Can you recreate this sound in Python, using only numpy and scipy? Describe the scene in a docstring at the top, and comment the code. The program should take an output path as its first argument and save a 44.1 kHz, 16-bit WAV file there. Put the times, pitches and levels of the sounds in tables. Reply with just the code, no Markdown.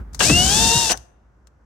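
"""A cordless drill, close to a phone in a garage, backs a screw out of a plastic trim panel.
The trigger clicks, the gears jerk into a whine and rattle, and the screw squeaks and groans loose.
The brake stops the motor with a clatter of the spindle lock; later the bit ticks off the screw head.
Whine and groans are sums of sines, rattle and knocks are filtered noise, the chuck is decaying modes.
A low throb of handling, faint air noise and a short room tail lie around the drill."""
import sys
import numpy as np
from scipy import signal
from scipy.fft import rfft, irfft
from scipy.io import wavfile
from scipy.ndimage import uniform_filter1d

SR = 44100
rng = np.random.default_rng(int(sys.argv[2]) if len(sys.argv) > 2 else 0)


def master_out(mix):
    """Clip the mix to full scale and print it as 16-bit PCM to the path in sys.argv[1]."""
    frames = np.transpose(np.atleast_2d(mix))
    ceiling = np.clip(frames, -1, 1)
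    pcm = np.round(ceiling * 32767).astype(np.int16)
    wavfile.write(sys.argv[1], SR, pcm)


N = 72765  # length [samples]
TIME = np.arange(N) / SR  # [s]
BIN_HZ = np.arange(N + 1) * SR / (2 * N)  # bins of a spectrum padded to 2 N samples


def undb(db):
    """Turn decibels into an amplitude factor."""
    return 10 ** (np.asarray(db) / 20)


def unit(x):
    """Scale to an RMS of 1."""
    return x / np.sqrt(np.mean(x ** 2))


def curve(table, axis=1):
    """A column of a table, joined by straight lines in time."""
    rows = np.array(table)
    return np.interp(TIME, rows[:, 0], rows[:, axis])


def per_bin(points):
    """A table joined by straight lines over log frequency."""
    rows = np.array(points)
    return np.interp(np.log(BIN_HZ + 1), np.log(rows[:, 0]), rows[:, 1])


def colour(x, points):
    """Causal minimum-phase filter of unit power with the given spectrum."""
    cepstrum = irfft(np.log(unit(undb(per_bin(points)))))
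    # Folding the cepstrum forward in time makes the filter causal
    cepstrum[1:N] *= 2
    cepstrum[N + 1:] = 0
    response = np.exp(rfft(cepstrum))
    return irfft(rfft(x, 2 * N) * response)[..., :N]


def walk(rate):
    """Smooth random wander of spread 1: noise averaged twice over 1 / rate seconds."""
    width = max(int(SR / rate), 1)
    once = uniform_filter1d(rng.standard_normal(N), width, mode="wrap")
    return unit(uniform_filter1d(once, width, mode="wrap"))


# Likeness of the left and right noise, by frequency: (frequency [Hz], correlation [0 to 1])
STEREO_LIKENESS = [(60, 1), (900, 0.35), (1500, 0.19), (2800, 0.23), (6500, 0.35), (8200, 0.5)]


def partly_alike(pair):
    """Two unrelated signals become partly alike, left and right."""
    first, second = rfft(pair, 2 * N)
    likeness = np.clip(per_bin(STEREO_LIKENESS), 0, 1)
    mixed = likeness * first + np.sqrt(1 - likeness ** 2) * second
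    return irfft(np.array([first, mixed]))[:, :N]


def noise():
    """White noise, partly alike left and right."""
    return partly_alike(rng.standard_normal((2, N)))


def blows(rows, points):
    """Sudden noise bursts that die away exponentially, in the colour of the struck part."""
    envelope = 0
    for start, db, decay in rows:
        age = np.maximum(TIME - start, 0)
        envelope = envelope + undb(db) * (TIME >= start) * np.exp(-age / decay)
    return colour(noise() * envelope, points)


# Strength of the handling throb and rustle: (time [s], level [dB])
HANDLING_LEVEL = [(0, -25), (.04, -37), (.2, -35.5), (.99, -41), (1.07, -55.5), (1.45, -53.5), (1.65, -55)]
# Spectrum of the rustle: (frequency [Hz], relative level [dB per Hz])
RUSTLE_SPECTRUM = [(30, -24), (60, -3.5), (110, -13), (250, -21.5), (600, -35.5), (1500, -36),
                   (3000, -57.5), (8000, -65.5)]
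THROB_HZ, THROB_WANDER, RUSTLE_DB = 57.25, 0.1, -5  # wander as a share of pitch; dB before the level curve


def handling():
    """A wavering low tone and filtered rustle, strongest at the start and weaker after about a second."""
    throb_hz = THROB_HZ * (1 + THROB_WANDER * walk(30))
    throb = np.sqrt(2) * np.sin(2 * np.pi * np.cumsum(throb_hz) / SR)
    rustle = undb(RUSTLE_DB) * colour(noise(), RUSTLE_SPECTRUM)
    return (throb + rustle) * undb(curve(HANDLING_LEVEL))


# Spectrum of the steady air noise: (frequency [Hz], relative level [dB per Hz])
AIR_SPECTRUM = [(30, -6.5), (100, -1), (800, -10.5), (1500, -12.5), (2500, -28.5), (4000, -37.5),
                (6000, -30.5), (15000, -58.5)]
AIR_DB = -62.5


def air():
    """Faint steady noise behind everything, mostly low."""
    return undb(AIR_DB) * colour(noise(), AIR_SPECTRUM)


# Small hard clicks of trigger, spindle lock and bit: (time [s], level before filter [dB], decay [s])
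CLICK_BLOWS = [(.132, -41, 0.004), (.1355, -45, 0.0042), (.1463, -25, 0.0035), (.152, -47.5, 0.037),
               (.1955, -22, .004), (.9185, -8, 0.0028), (.9243, -15.5, 0.0016), (.9283, -19, 0.0029),
               (.9738, -27, 0.0032), (1.4708, -45.5, 0.0041)]
# Spectrum of a click: (frequency [Hz], relative level [dB per Hz])
CLICK_SPECTRUM = [(200, -17), (1100, -2.5), (1800, -3.5), (2800, -10.5), (4200, -0.5), (6200, 6.5),
                  (12000, -14.5), (15800, -15)]


def clicks():
    """Small hard parts strike each other: short bright noise bursts."""
    return blows(CLICK_BLOWS, CLICK_SPECTRUM)


# Resonances of the drill housing: (centre [Hz], width [Hz], lift of passing tones [dB],
# ring to rattle and knocks [dB])
HOUSING_MODES = [(712, 50, 5, 4.5), (955, 400, 10, -18), (1619, 270, 12, 3), (2773, 330, 12.5, 2.5)]
# Tones of the motor, before lift and effort: (multiple of the fundamental, level [dB])
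MOTOR_ORDERS = [(1, -31), (2, -41.5), (3, -34), (4, -22)]
# Lower tones of the gear train, before lift and effort: (fraction of the fundamental, level [dB])
GEAR_TONES = [(.395, -41.5), (.5, -36.5), (.79, -42.5)]
# Effort of the drive, which also sets rattle and rumble:
# (time [s], gear rattle [dB], whine [dB], panel rumble [dB]), each added to its source's own level
DRIVE_EFFORT = [(.195, -4.5, -26.5, -11.5), (.24, 4, -11, 0.5), (.34, -1.5, -4.5, 5), (.5, 2, -5, -0.5),
                (.66, 2, -3.5, 1.5), (.72, 1, -2.5, -9.5), (.78, 1, -3.5, -10), (.88, -2.5, -9.5, -25),
                (.915, 0.5, -15.5, -24)]
MOTOR_FLUTTER_DB, GEAR_FLUTTER_DB = 1.5, 5.5  # spread


def whine(hz):
    """Motor and gear tones; each swells as it crosses a housing resonance."""
    out, turns = 0, np.cumsum(hz) / SR
    motor = [(round(order), db, MOTOR_FLUTTER_DB) for order, db in MOTOR_ORDERS]
    gears = [(order, db, GEAR_FLUTTER_DB) for order, db in GEAR_TONES]
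    for order, db, flutter_db in motor + gears:
        lift_db = 0
        for centre, width, lift, _ in HOUSING_MODES:
            lift_db = lift_db + lift / (1 + (2 * (order * hz - centre) / width) ** 2)
        level = undb(db + lift_db + flutter_db * walk(43.0))
        out = out + level * np.sin(2 * np.pi * (order * turns + rng.random()))
    return np.sqrt(2) * out * undb(curve(DRIVE_EFFORT, axis=2))


def resonances(x):
    """The shell of the drill rings on at its resonances."""
    out = 0
    for hz, width, _, db in HOUSING_MODES:
        b, a = signal.iirpeak(hz, hz / width, fs=SR)
        out = out + undb(db) * signal.lfilter(b, a, x)
    return out


def housing(x):
    """Sound from inside the drill, direct and through the ringing shell."""
    return x + resonances(x)


# Spectrum of the gear rattle, before the housing: (frequency [Hz], relative level [dB per Hz])
RATTLE_SPECTRUM = [(150, -5.5), (700, -7.5), (1200, -10), (2300, -15), (2900, -10), (4050, -1.5),
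                   (4600, 1.5), (6000, 5.5), (7300, 2.5), (9000, -7), (12000, -17), (15800, -26.5)]
RATTLE_DB = -17  # before effort and housing
TOOTH_RATE, TOOTH_SCATTER_DB = 4000, 1.5  # mean impacts per second, spread of their strength
HISS_SHARE = 0.71  # amplitude beside the teeth


def rattle():
    """Dense, irregular tooth impacts and fan hiss, heard through the housing."""
    strength = undb(TOOTH_SCATTER_DB * rng.standard_normal(N))
    hits = (rng.random(N) < TOOTH_RATE / SR) * strength
    teeth = unit(hits * rng.choice([-1, 1], (2, N)))
    drive = unit(teeth + HISS_SHARE * rng.standard_normal((2, N)))
    coloured = colour(partly_alike(drive), RATTLE_SPECTRUM)
    return housing(coloured) * undb(RATTLE_DB + curve(DRIVE_EFFORT))


# Spectrum of the driven panel's rumble: (frequency [Hz], relative level [dB per Hz])
PANEL_SPECTRUM = [(25, -33.5), (52, 9), (115, 0.5), (190, 3), (500, -13.5), (1000, -42.5)]
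PANEL_DB = -24  # before effort


def panel_rumble():
    """Low noise of the plastic panel, shaken through the screw."""
    return colour(noise(), PANEL_SPECTRUM) * undb(PANEL_DB + curve(DRIVE_EFFORT, axis=3))


# Motor speed, before wobble: (time [s], fundamental of the whine [Hz])
MOTOR_SPEED = [(.19, 171.2), (.235, 520.9), (.295, 640.8), (.35, 693.4), (.40, 723.6), (.475, 765),
               (.57, 870), (.62, 901.7), (.69, 908.7), (.745, 923.8), (.785, 941.5), (.836, 916), (.9, 858),
               (.93, 615)]
WOBBLE = .0015  # spread as a share of the speed
START_S, ATTACK_S, BRAKE_S, RELEASE_S = 0.1916, 0.0023, .918, 0.004


def drill():
    """The motor runs from trigger to brake and shakes the panel through the screw."""
    hz = curve(MOTOR_SPEED) * (1 + WOBBLE * walk(60))
    attack = np.clip((TIME - START_S) / ATTACK_S, 0, 1)
    release = np.exp(-np.maximum(TIME - BRAKE_S, 0) / RELEASE_S)
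    return attack * release * (whine(hz) + rattle() + panel_rumble())


# Squeaks and groans of the slipping screw, before jitter and flutter:
# (start [s], length [s], first slip rate [Hz], last slip rate [Hz], level [dB])
SCREW_GROANS = [(.199, 0.041, 2893, 2662, -22), (0.232, 0.026, 2764, 2740, -19.5),
                (0.22, .025, 1608, 1640, -29.5), (.283, .05, 296, 280, -16.5),
                (.299, .016, 346, 199.3, -9.5), (.308, .04, 198.3, 84, -9),
                (0.75, 0.042, 200, 59.13, -17.5)]
GROAN_OVERTONE = 0.2  # amplitude beside the fundamental
GROAN_JITTER_HZ, GROAN_FLUTTER_DB = 24, 2.5  # spreads


def screw():
    """The thread slips in the plastic: high squeaks, then short falling groans."""
    out = 0
    for start, length, first_hz, last_hz, db in SCREW_GROANS:
        progress = np.clip((TIME - start) / length, 0, 1)
        hz = first_hz * (last_hz / first_hz) ** progress + GROAN_JITTER_HZ * walk(170)
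        phase = 2 * np.pi * np.cumsum(hz * (TIME >= start)) / SR
        swell = np.sqrt(np.abs(np.sin(np.pi * progress)))
        tone = np.sin(phase) + GROAN_OVERTONE * np.sin(2 * phase)
        out = out + undb(db + GROAN_FLUTTER_DB * walk(240)) * swell * tone
    return out


# Knocks as the gears take up and brake and the bit lifts off:
# (time [s], level before filter and housing [dB], decay [s])
KNOCK_BLOWS = [(.2045, -14, 0.021), (.296, -16, 0.012), (.896, -17.5, 0.0037), (.9, -16.5, 0.0014),
               (.904, -16, 0.0014), (.9095, -16.5, 0.0052), (.9195, -20, 0.0023), (.925, -17, 0.00086),
               (.9283, -22.5, 0.0048), (1.4715, -60.5, 0.0051)]
# Spectrum of a knock, before the housing: (frequency [Hz], relative level [dB per Hz])
KNOCK_SPECTRUM = [(100, -16), (300, -2.5), (1500, -5.5), (2200, -10), (2750, -6), (3500, -7.5),
                  (15000, -44.5)]


def knocks():
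    """The gear train and bit knock: noise bursts heard through the ringing housing."""
    return housing(blows(KNOCK_BLOWS, KNOCK_SPECTRUM))


# Blows of the spindle lock that ring the chuck: (time [s], level [dB])
LOCK_BLOWS = [(0.9201, -14.5), (0.923, -24)]
# Modes of the steel chuck: (frequency [Hz], level relative to the blow [dB], time to fall 60 dB [s])
CHUCK_MODES = [(6046, 5, 0.045), (6070, -0.5, 0.071), (6140, -23, 0.39)]


def chuck():
    """The steel chuck rings in decaying sines when the spindle lock catches it."""
    out = 0
    for start, blow_db in LOCK_BLOWS:
        age = np.maximum(TIME - start, 0)
        for hz, db, t60 in CHUCK_MODES:
            level = (age > 0) * undb(blow_db + db) * np.exp(-np.log(1000) * age / t60)
            out = out + level * np.sin(2 * np.pi * (hz * age + rng.random()))
    return out


# Spectrum of the settling bump: (frequency [Hz], relative level [dB per Hz])
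SETTLE_SPECTRUM = [(100, -22.5), (720, -13.5), (1100, -21.5), (1700, -15), (2600, -45), (6000, -60)]
SETTLE_S, SETTLE_DB, SETTLE_DECAY_S = .9405, -23.5, 0.0082  # level before the filter


def settle():
    """The drill settles with one dull, low noise burst."""
    return blows([(SETTLE_S, SETTLE_DB, SETTLE_DECAY_S)], SETTLE_SPECTRUM)


ROOM_DB, ROOM_T60_S, ROOM_HIGH_T60_S = -23.5, 0.65, 0.36


def garage(x):
    """A short diffuse tail of the garage whose treble dies sooner."""
    scatter = rng.standard_normal((2, N))
    low = signal.sosfilt(signal.butter(2, 1800, fs=SR, output="sos"), scatter)
    low_tail = low * np.exp(-np.log(1000) * TIME / ROOM_T60_S)
    high_tail = (scatter - low) * np.exp(-np.log(1000) * TIME / ROOM_HIGH_T60_S)
    build_up = np.minimum(TIME / .008, 1)
    tail = unit((low_tail + high_tail) * build_up) / np.sqrt(N)  # unit energy
    return undb(ROOM_DB) * signal.fftconvolve(x, tail, axes=1)[:, :N]


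# Shading of the right microphone port from the drill: (frequency [Hz], gain [dB])
PORT_SHADE = [(60, -2.5), (900, -4), (1300, -9), (2800, -2.5), (3800, -2), (5000, -10.5), (7000, -17),
              (8000, 2), (15000, -2)]
PORT_LAG_S = .00004  # fades out above about 6.5 kHz


def right_port(x):
    """The port shaded from the drill: weaker in most bands, and later below the top treble."""
    lag_s = PORT_LAG_S / (1 + (BIN_HZ / 6500) ** 8)
    lag = np.exp(-2j * np.pi * BIN_HZ * lag_s)
    return irfft(rfft(x, 2 * N) * undb(per_bin(PORT_SHADE)) * lag)[:N]


def scene():
    """The drill and its garage tail, left and right, with handling and air noise around them."""
    near = clicks() + drill() + screw() + knocks() + chuck() + settle()
    left, right = near + garage(near)
    return np.array([left, right_port(right)]) + handling() + air()


LOW_CUT_HZ, TOP_HZ = 46, 15900
CEILING = .96  # amplitude that rounded peaks approach


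def record(dry):
    """The phone cuts the deepest bass, rounds the highest peaks and cuts the top."""
    thin = signal.sosfilt(signal.butter(4, LOW_CUT_HZ, "high", fs=SR, output="sos"), dry)
    rounded = thin / (1 + (thin / CEILING) ** 8) ** (1 / 8)
    return signal.sosfilt(signal.ellip(10, .2, 90, TOP_HZ, fs=SR, output="sos"), rounded)


dry = scene()
out = record(dry)
master_out(out)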